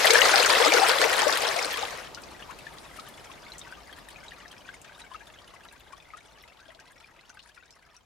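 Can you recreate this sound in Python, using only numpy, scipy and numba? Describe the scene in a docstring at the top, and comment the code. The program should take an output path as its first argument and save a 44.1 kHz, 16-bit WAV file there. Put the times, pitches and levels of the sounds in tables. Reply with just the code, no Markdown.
"""A small woodland stream. A near cascade on the left churns loudly and fades out in about two seconds,
leaving a slowly fading trickle of single bubbles and tiny splashes over a soft rush and a low rumble.
Bubbles ring as short sines that climb in pitch as they near the surface; drops strike as noise bursts.
Wet rocks close by give the single bubbles, the splashes and the near trickle a short tail."""
import sys
import numpy as np
from scipy import signal
from scipy.fft import rfft, irfft, next_fast_len
from scipy.io import wavfile
from scipy.ndimage import uniform_filter1d
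from numba import njit

SR = 44100
rng = np.random.default_rng(int(sys.argv[2]) if len(sys.argv) > 2 else 0)


def wrap_up_sound(samples):
    """Save the sound to the file named by the first command line argument, as 16-bit audio."""
    columns = np.atleast_2d(samples).T
    # keep every value between -1 and 1, then stretch to whole-number steps
    tamed = np.clip(columns, -1, 1)
    steps = np.round(tamed * 32767).astype(np.int16)
    wavfile.write(sys.argv[1], SR, steps)


N = 355005

# Cascade bubbles and white water: freq_hz, density_db
CHURN_SPECTRUM = [(120, -90.5), (200, -31), (471, -2.5), (1170, -4.5), (1740, -3.5), (2850, -9.5),
                  (4500, -10), (9830, -22.5), (15500, -28)]
# Spray of tiny drops: freq_hz, density_db
SPRAY_SPECTRUM = [(1000, -16), (2500, -0.5), (6000, -5.5), (10000, -5.5), (15000, -22.5)]
# Cascade balance: freq_hz, left_minus_right_db
CASCADE_PAN = [(200, 2.5), (400, 9.5), (1300, 5.5), (4400, 2.5)]
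# Trickle bubbles: freq_hz, density_db
PATTER_SPECTRUM = [(500, -6), (1000, 0), (1600, 1), (3500, -4.5), (7000, -16)]
# Far water: freq_hz, density_db
RUSH_SPECTRUM = [(70, -36.5), (120, -3), (470, -2.5), (700, -1.5), (1800, -9), (5000, -16.5), (9000, -24),
                 (15000, -27.5)]
# Low rumble: freq_hz, density_db
RUMBLE_SPECTRUM = [(12, -69), (20, -13), (53, 4.5), (200, -14), (260, -50), (440, -120)]
# Trickle balance: freq_hz, left_minus_right_db
TRICKLE_PAN = [(60, 3), (380, 0), (1300, 4), (4000, 2)]
# Decay among wet rocks: freq_hz, t60_s
ROCK_DECAY = [(500, 0.041), (8000, 0.056)]
# Single bubbles: start_s, level_db, pitch_hz
CLEAR_BUBBLES = [(0.045, -5, 1960), (0.049, -20.5, 597), (0.103, -3, 2150), (0.154, -1.5, 1710),
                 (0.19, -8.5, 1520), (0.293, -10.5, 1440), (0.335, -7.5, 1474), (0.34, -17, 756),
                 (0.499, -10, 2320), (0.64, -8, 2090), (0.659, -20, 587), (0.72, -3.5, 2270),
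                 (0.739, -26.5, 430), (0.77, -11, 1440), (0.817, -16, 770), (0.83, -13, 783),
                 (1.038, -9.5, 2010), (1.231, -19, 812), (1.268, -18, 547), (1.59, -13, 2120),
                 (1.829, -24, 800), (2.173, -34.5, 1394), (2.423, -32, 2836), (2.589, -37.5, 2610),
                 (2.667, -28, 1750), (2.987, -33, 1250), (3.297, -42.5, 1054), (3.465, -36, 2160),
                 (3.519, -28.5, 4060), (3.614, -30.5, 3650), (3.671, -36.5, 1510), (3.723, -31, 1520),
                 (3.927, -35, 3240), (3.985, -37, 1810), (4.085, -38, 1820), (4.159, -34, 2440),
                 (4.23, -40, 1520), (4.282, -31.5, 3850), (4.319, -33.5, 1830), (4.407, -41, 1810),
                 (4.457, -35, 1770), (4.512, -37, 3140), (4.689, -29.5, 1540), (4.741, -35.5, 2130),
                 (4.894, -41.5, 1500), (5.017, -33.5, 3880), (5.04, -41, 1540), (5.114, -39.5, 990),
                 (5.145, -32, 1240), (5.159, -37, 2700), (5.205, -41.5, 1600), (5.387, -38.5, 3170),
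                 (5.537, -45, 1080), (5.563, -42, 2010), (5.686, -37.5, 3870), (5.931, -38.5, 1077),
                 (6.103, -40, 2120), (6.135, -34.5, 1217), (6.168, -43.5, 1380), (6.437, -41, 2050),
                 (6.52, -47, 2110), (6.686, -51, 620), (6.704, -41, 1890), (6.75, -57, 620),
                 (6.791, -41.5, 1550), (7.043, -42, 2360), (7.19, -46, 2034), (7.299, -40, 1460),
                 (7.301, -38, 6100), (7.371, -39, 1530), (7.394, -40, 2880), (7.402, -44, 4300),
                 (7.576, -44, 2370), (7.575, -43, 1390), (7.625, -45, 1490), (7.725, -40.5, 5330),
                 (7.965, -36.5, 5700)]
# Single bubble and glug balance: pitch_hz, left_minus_right_db
BUBBLE_PAN = [(500, 28.5), (1200, 9), (1800, 6.5), (4000, 3.5)]
# Drop impacts: start_s, level_db, centre_hz
DROP_SPLASHES = [(0.0543, -16.5, 10370), (0.0685, -9.5, 3320), (0.105, -3, 4460), (0.1332, -13, 7600),
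                 (0.2528, -13.5, 5170), (0.357, -9, 4330), (0.398, -13.5, 4260), (0.46, -12, 5900),
                 (0.501, -11.5, 4500), (0.648, -10.5, 4130), (0.7355, -9, 4760), (0.8938, -14, 4320),
                 (1.279, -17, 5870), (1.325, -12.5, 4100), (1.3735, -22, 9300), (1.4708, -23.5, 4340),
                 (1.587, -24, 5070), (1.6256, -21.5, 4960), (1.727, -27, 12100), (1.74, -21.5, 3000),
                 (1.851, -23.5, 3250), (2.146, -30, 4660), (2.2184, -40, 9050), (2.236, -36.5, 5000),
                 (2.5865, -43.5, 9200), (2.783, -35, 3880), (2.9958, -30.5, 4380), (3.086, -39.5, 10700),
                 (3.315, -36, 2880), (3.5813, -34.5, 7300), (3.592, -35, 7000), (3.9265, -47, 10500),
                 (3.9858, -48, 10000), (4.086, -39.5, 9100), (4.479, -40, 4860), (4.5151, -45, 8590),
                 (4.815, -40, 7600), (4.9786, -48, 8900), (5.724, -43.5, 9110), (5.7962, -47, 13600),
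                 (6.4228, -47.5, 12300), (6.6023, -45.5, 4350), (6.747, -42, 3540), (6.7983, -42.5, 5380),
                 (6.9172, -49.5, 9100), (7.006, -47, 3420), (7.294, -42.5, 5110), (7.392, -42, 3500),
                 (7.426, -45, 4230), (7.7062, -42, 5250)]
# Rising bubbles: start_s, level_db, start_hz, life_s, rise_share
GLUGS = [(0.098, -27, 405.5, 0.041, 0.65), (0.131, -25, 447, 0.032, 0.54), (0.59, -32, 429.7, 0.073, 0.65),
         (0.66, -40.5, 277.5, 0.08, 0.6), (0.762, -29, 388, 0.05, 0.1), (0.995, -33, 379, 0.055, 0.49),
         (1.048, -30, 419, 0.04, 1.2), (2.489, -39.5, 890, 0.034, 1.2)]

CASCADE_END_S, TRICKLE_END_S = 2.124, 10.27  # fades reach zero
SIDES = np.array([[.5], [-.5]])  # share of pan_db: left, right


def amp(db):
    """dB to gain."""
    return 10 ** (np.asarray(db) / 20)


def unit(x):
    """x at rms 1."""
    return x / np.sqrt(np.mean(x ** 2) + 1e-20)


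def along(table, hz):
    """Table value at hz, on a log axis."""
    freq_hz, values = np.transpose(table)
    return np.interp(np.log(hz + 1), np.log(freq_hz + 1), values)


def filtered(x, response):
    """x through the gain curve response(hz)."""
    size = next_fast_len(N + 8192)
    return irfft(rfft(x, size) * response(np.fft.rfftfreq(size, 1 / SR)), size)[..., :N]


def panned(x, pan):
    """Stereo x tilted left per frequency."""
    return filtered(x, lambda hz: amp(along(pan, hz) * SIDES))


def fade(end_s):
    """Linear gain, 1 to 0."""
    return np.clip(1 - np.arange(N) / SR / end_s, 0, 1)


def drop_times(count):
    """Falling drops: uneven, never long apart."""
    return (np.arange(count) + 5 * rng.random(size=count)) * N / SR / (count + 5)


def flurry_times(drops_s, count, lag_s):
    """Bubbles follow the drops in flurries."""
    pick, wait = rng.random((count, 2)).T
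    parent_s = drops_s[(pick ** 1.15 * len(drops_s)).astype(int)]
    return (parent_s - lag_s * np.log(1 - wait)) % (N / SR)


@njit
def ring(out, start, hz, cycles, gains, rise, attack_s, sag):
    """Adds sines that swell, sag and die; pitch climbs as each bubble nears the surface."""
    for k in range(len(start)):
        for i in range(min(int(cycles[k] * SR / hz[k]), out.shape[1] - start[k])):
            turns = i * hz[k] / SR
            age = turns / cycles[k]
            onset = 1 - np.exp(-(i / SR / (attack_s + 1 / hz[k])) ** 2)
            decay = np.exp(-sag * age - 8 * age ** 3)
            tone = np.sin(2 * np.pi * turns * (1 + rise[k] * age / 2)) * onset * decay
            out[0, start[k] + i] += gains[0, k] * tone
            out[1, start[k] + i] += gains[1, k] * tone


def bubbles(start_s, level_db, hz, cycles, pan_db, rise, attack_s, sag):
    """Ringing bubbles placed in stereo."""
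    out = np.zeros((2, N))
    gains = amp(level_db + pan_db * SIDES)
    ring(out, (start_s * SR).astype(int), hz, np.clip(cycles, 1, 120), gains, rise, attack_s, sag)
    return out


def swarm(start_s, spectrum, cycles, spread_db, rise, width_db):
    """Random bubbles of all sizes; a few stand well above the rest."""
    pitch, rank, life, side, climb = rng.random((len(start_s), 5)).T
    low_hz, high_hz = spectrum[0][0], spectrum[-1][0]
    hz = low_hz * (high_hz / low_hz) ** pitch
    tilt_db = 18 * np.log10(hz / low_hz)  # offsets small bubbles being rarer per Hz and shorter
    level_db = along(spectrum, hz) + tilt_db - spread_db * np.log(rank + 0.087)
    life_cycles = cycles * np.exp(1.89 * (life - .5))
    pan_db = width_db * (2 * side - 1)
    rises = rise * climb ** 2 * np.sqrt(1000 / hz)
    return unit(bubbles(start_s, level_db, hz, life_cycles, pan_db, rises, attack_s=0.00022, sag=3.0))


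def rush(spectrum, correlation, patch_db, patch_bands=6):
    """Rushing water: stereo noise with patches of random gain, rms 1."""
    cells = signal.stft(rng.standard_normal((2, N)), nperseg=256)[2]
    patches = uniform_filter1d(rng.standard_normal(cells.shape[1:]), size=patch_bands, axis=0)
    patches = uniform_filter1d(patches, size=6, axis=1)
    mid, side = signal.istft(cells * amp(patch_db * unit(patches)), nperseg=256)[1][:, :N]
    angle = np.arccos(np.clip(correlation, -1, 1)) / 2
    pair = np.cos(angle) * mid + np.sin(angle) * side * np.array([[1], [-1]])
    return unit(filtered(pair, lambda hz: amp(along(spectrum, hz))))


def spray(drops_s, attack_s, spread_db):
    """One soft burst of bright hiss per tiny drop."""
    kicks = np.zeros(N)
    kicks[(drops_s * SR).astype(int)] = amp(-spread_db * np.log(np.linspace(0, 1, len(drops_s)) + 0.05))
    age = np.arange(SR // 8) / SR / attack_s
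    bursts = signal.fftconvolve(kicks, age ** 2 * np.exp(-age))[:N]
    return unit(bursts * rush(SPRAY_SPECTRUM, correlation=0.11, patch_db=4.5, patch_bands=20))


def roughen(x, depth, corner_hz):
    """Broken surface: fast random level changes smear tones into splash, treble only."""
    shake = unit(filtered(rng.standard_normal(N), lambda hz: 1 / (1 + (hz / corner_hz) ** 2)))
    return x + depth * filtered(x * shake, lambda hz: 1 / (1 + (corner_hz / (hz + 1)) ** 4))


def cascade():
    """Dense bubble flurries over white water, spattering where it lands."""
    drops_s = rng.permutation(drop_times(count=500))
    starts_s = flurry_times(drops_s, count=9000, lag_s=.018)
    churn = swarm(starts_s, CHURN_SPECTRUM, cycles=19.8, spread_db=3.0, rise=0.49, width_db=24.0)
    white_water = rush(CHURN_SPECTRUM, correlation=0.49, patch_db=3.0)
    spatter = spray(drops_s, attack_s=0.0017, spread_db=6.0)
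    water = roughen(churn, depth=0.49, corner_hz=1310) + amp(1.0) * white_water + amp(-11.5) * spatter
    prefade_db = -20.5 - 2.5 * np.exp(-np.arange(N) / SR / 0.7)
    return amp(prefade_db) * fade(CASCADE_END_S) * panned(water, CASCADE_PAN)


def trickle():
    """Tiny drops throw spray and small bubbles over even far water and a low rumble."""
    t = np.arange(N) / SR
    drops_s = rng.permutation(drop_times(count=420))
    starts_s = flurry_times(drops_s, count=3600, lag_s=.014)
    patter = swarm(starts_s, PATTER_SPECTRUM, cycles=27.6, spread_db=3.5, rise=0.35, width_db=6)
    near = roughen(patter, depth=0.39, corner_hz=1200)
    near += amp(-8.0) * spray(drops_s, attack_s=.0025, spread_db=6)
    far = rush(RUSH_SPECTRUM, correlation=0.36, patch_db=1.3)
    rumble = rush(RUMBLE_SPECTRUM, correlation=0.62, patch_db=-0.5)
    water = amp(-52 + 0.21 * t) * (near + amp(-6.0) * rocks(near))
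    water += amp(-43.5 - 1.1069 * t) * far
    water += amp(-57.5 + 0.1 * t) * rumble
    return fade(TRICKLE_END_S) * panned(water, TRICKLE_PAN)


def rocks(x):
    """Short scattered reflections off wet stones, separate per ear."""
    hz, t, cells = signal.stft(rng.standard_normal((2, SR // 4)), SR, nperseg=128)
    tail = signal.istft(cells * amp(-60 * t / along(ROCK_DECAY, hz)[:, None]), SR, nperseg=128)[1]
    delayed = np.pad(x, ((0, 0), (130, 0)))
    return signal.fftconvolve(delayed, tail / np.linalg.norm(tail[0]), axes=1)[:, :N]


def clear_bubbles():
    """Single bubbles, each trailed by three weaker, smaller ones; the larger form further left."""
    start_s, level_db, hz = np.transpose(CLEAR_BUBBLES)
    lag, loss, pitch = rng.random((len(start_s), 3, 3)).transpose(2, 0, 1)
    start_s = np.append(start_s, start_s[:, None] + 0.03 * lag ** 2)
    level_db = np.append(level_db, level_db[:, None] - 9.5 - 10 * loss)
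    hz = np.append(hz, hz[:, None] * 2.2 ** pitch)
    calm_stretch = np.where(start_s > CASCADE_END_S, 1.73, 1)  # longer ring once the churn is gone
    cycles = 21 * (hz / 1000) ** 0.077 * calm_stretch
    rise = 0.15 * (hz / 1000) ** -1.3  # large bubbles climb further
    pan_db = along(BUBBLE_PAN, hz)
    return bubbles(start_s - .5 / hz, level_db, hz, cycles, pan_db, rise, attack_s=0.00083, sag=3.4)


def splashes(attack_s=0.001, t60_s=0.018):
    """Drops strike the surface: short bursts of bright band noise."""
    out, t = np.zeros((2, N + 4096)), np.arange(4096) / SR
    hz = np.fft.rfftfreq(len(t), 1 / SR)
    for start_s, level_db, centre_hz in DROP_SPLASHES:
        noise = rng.standard_normal(len(t)) + 0.98 * rng.standard_normal((2, len(t)))
        octaves = np.log2((hz + 1) / centre_hz)
        band = np.exp(-(octaves / 0.32) ** 2) + 0.92 / (1 + octaves ** 2) ** 2
        envelope = amp(level_db - 60 * t / t60_s) * (1 - np.exp(-(t / attack_s) ** 2))
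        out[:, round(start_s * SR):][:, :len(t)] += envelope * unit(irfft(rfft(noise) * band))
    return out[:, :N] * amp(3 * SIDES)


def glugs(sag_db=10.5):
    """Long-lived bubbles sweep up as they break the surface: low glugs, one higher blip."""
    out = np.zeros((2, N))
    for start_s, level_db, start_hz, life_s, rise in GLUGS:
        age = np.arange(int(life_s * SR)) / (life_s * SR)
        envelope = amp(level_db - sag_db * age) * np.clip(6 * np.minimum(age, 1 - age), 0, 1)
        hz = start_hz * (1 + rise * age ** 1.6)
        tone = envelope * np.sin(2 * np.pi * np.cumsum(hz) / SR)
        out[:, round(start_s * SR):][:, :len(age)] += amp(along(BUBBLE_PAN, start_hz) * SIDES) * tone
    return out


def high_hiss(peak_s=2.98, width_s=0.36):
    """Faint hiss near 10 kHz; swells once and goes."""
    swell = np.exp(-((np.arange(N) / SR - peak_s) / width_s) ** 2)
    return amp(-61) * swell * rush([(5000, -16), (9600, 0), (14500, -18)], correlation=.3, patch_db=4)


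def scene():
    """Single events ring among the rocks, over cascade, trickle and hiss."""
    events = roughen(clear_bubbles() + glugs(), depth=0.33, corner_hz=1600) + splashes()
    return events + amp(-3.5) * rocks(events) + cascade() + trickle() + high_hiss()


def record(dry):
    """Microphone treble roll-off, then a hard band limit."""
    rolloff_hz, limit_hz = 15000, 15850
    return filtered(dry, lambda hz: (hz < limit_hz) / (1 + (hz / rolloff_hz) ** 12))


dry = scene()
out = record(dry)
wrap_up_sound(out)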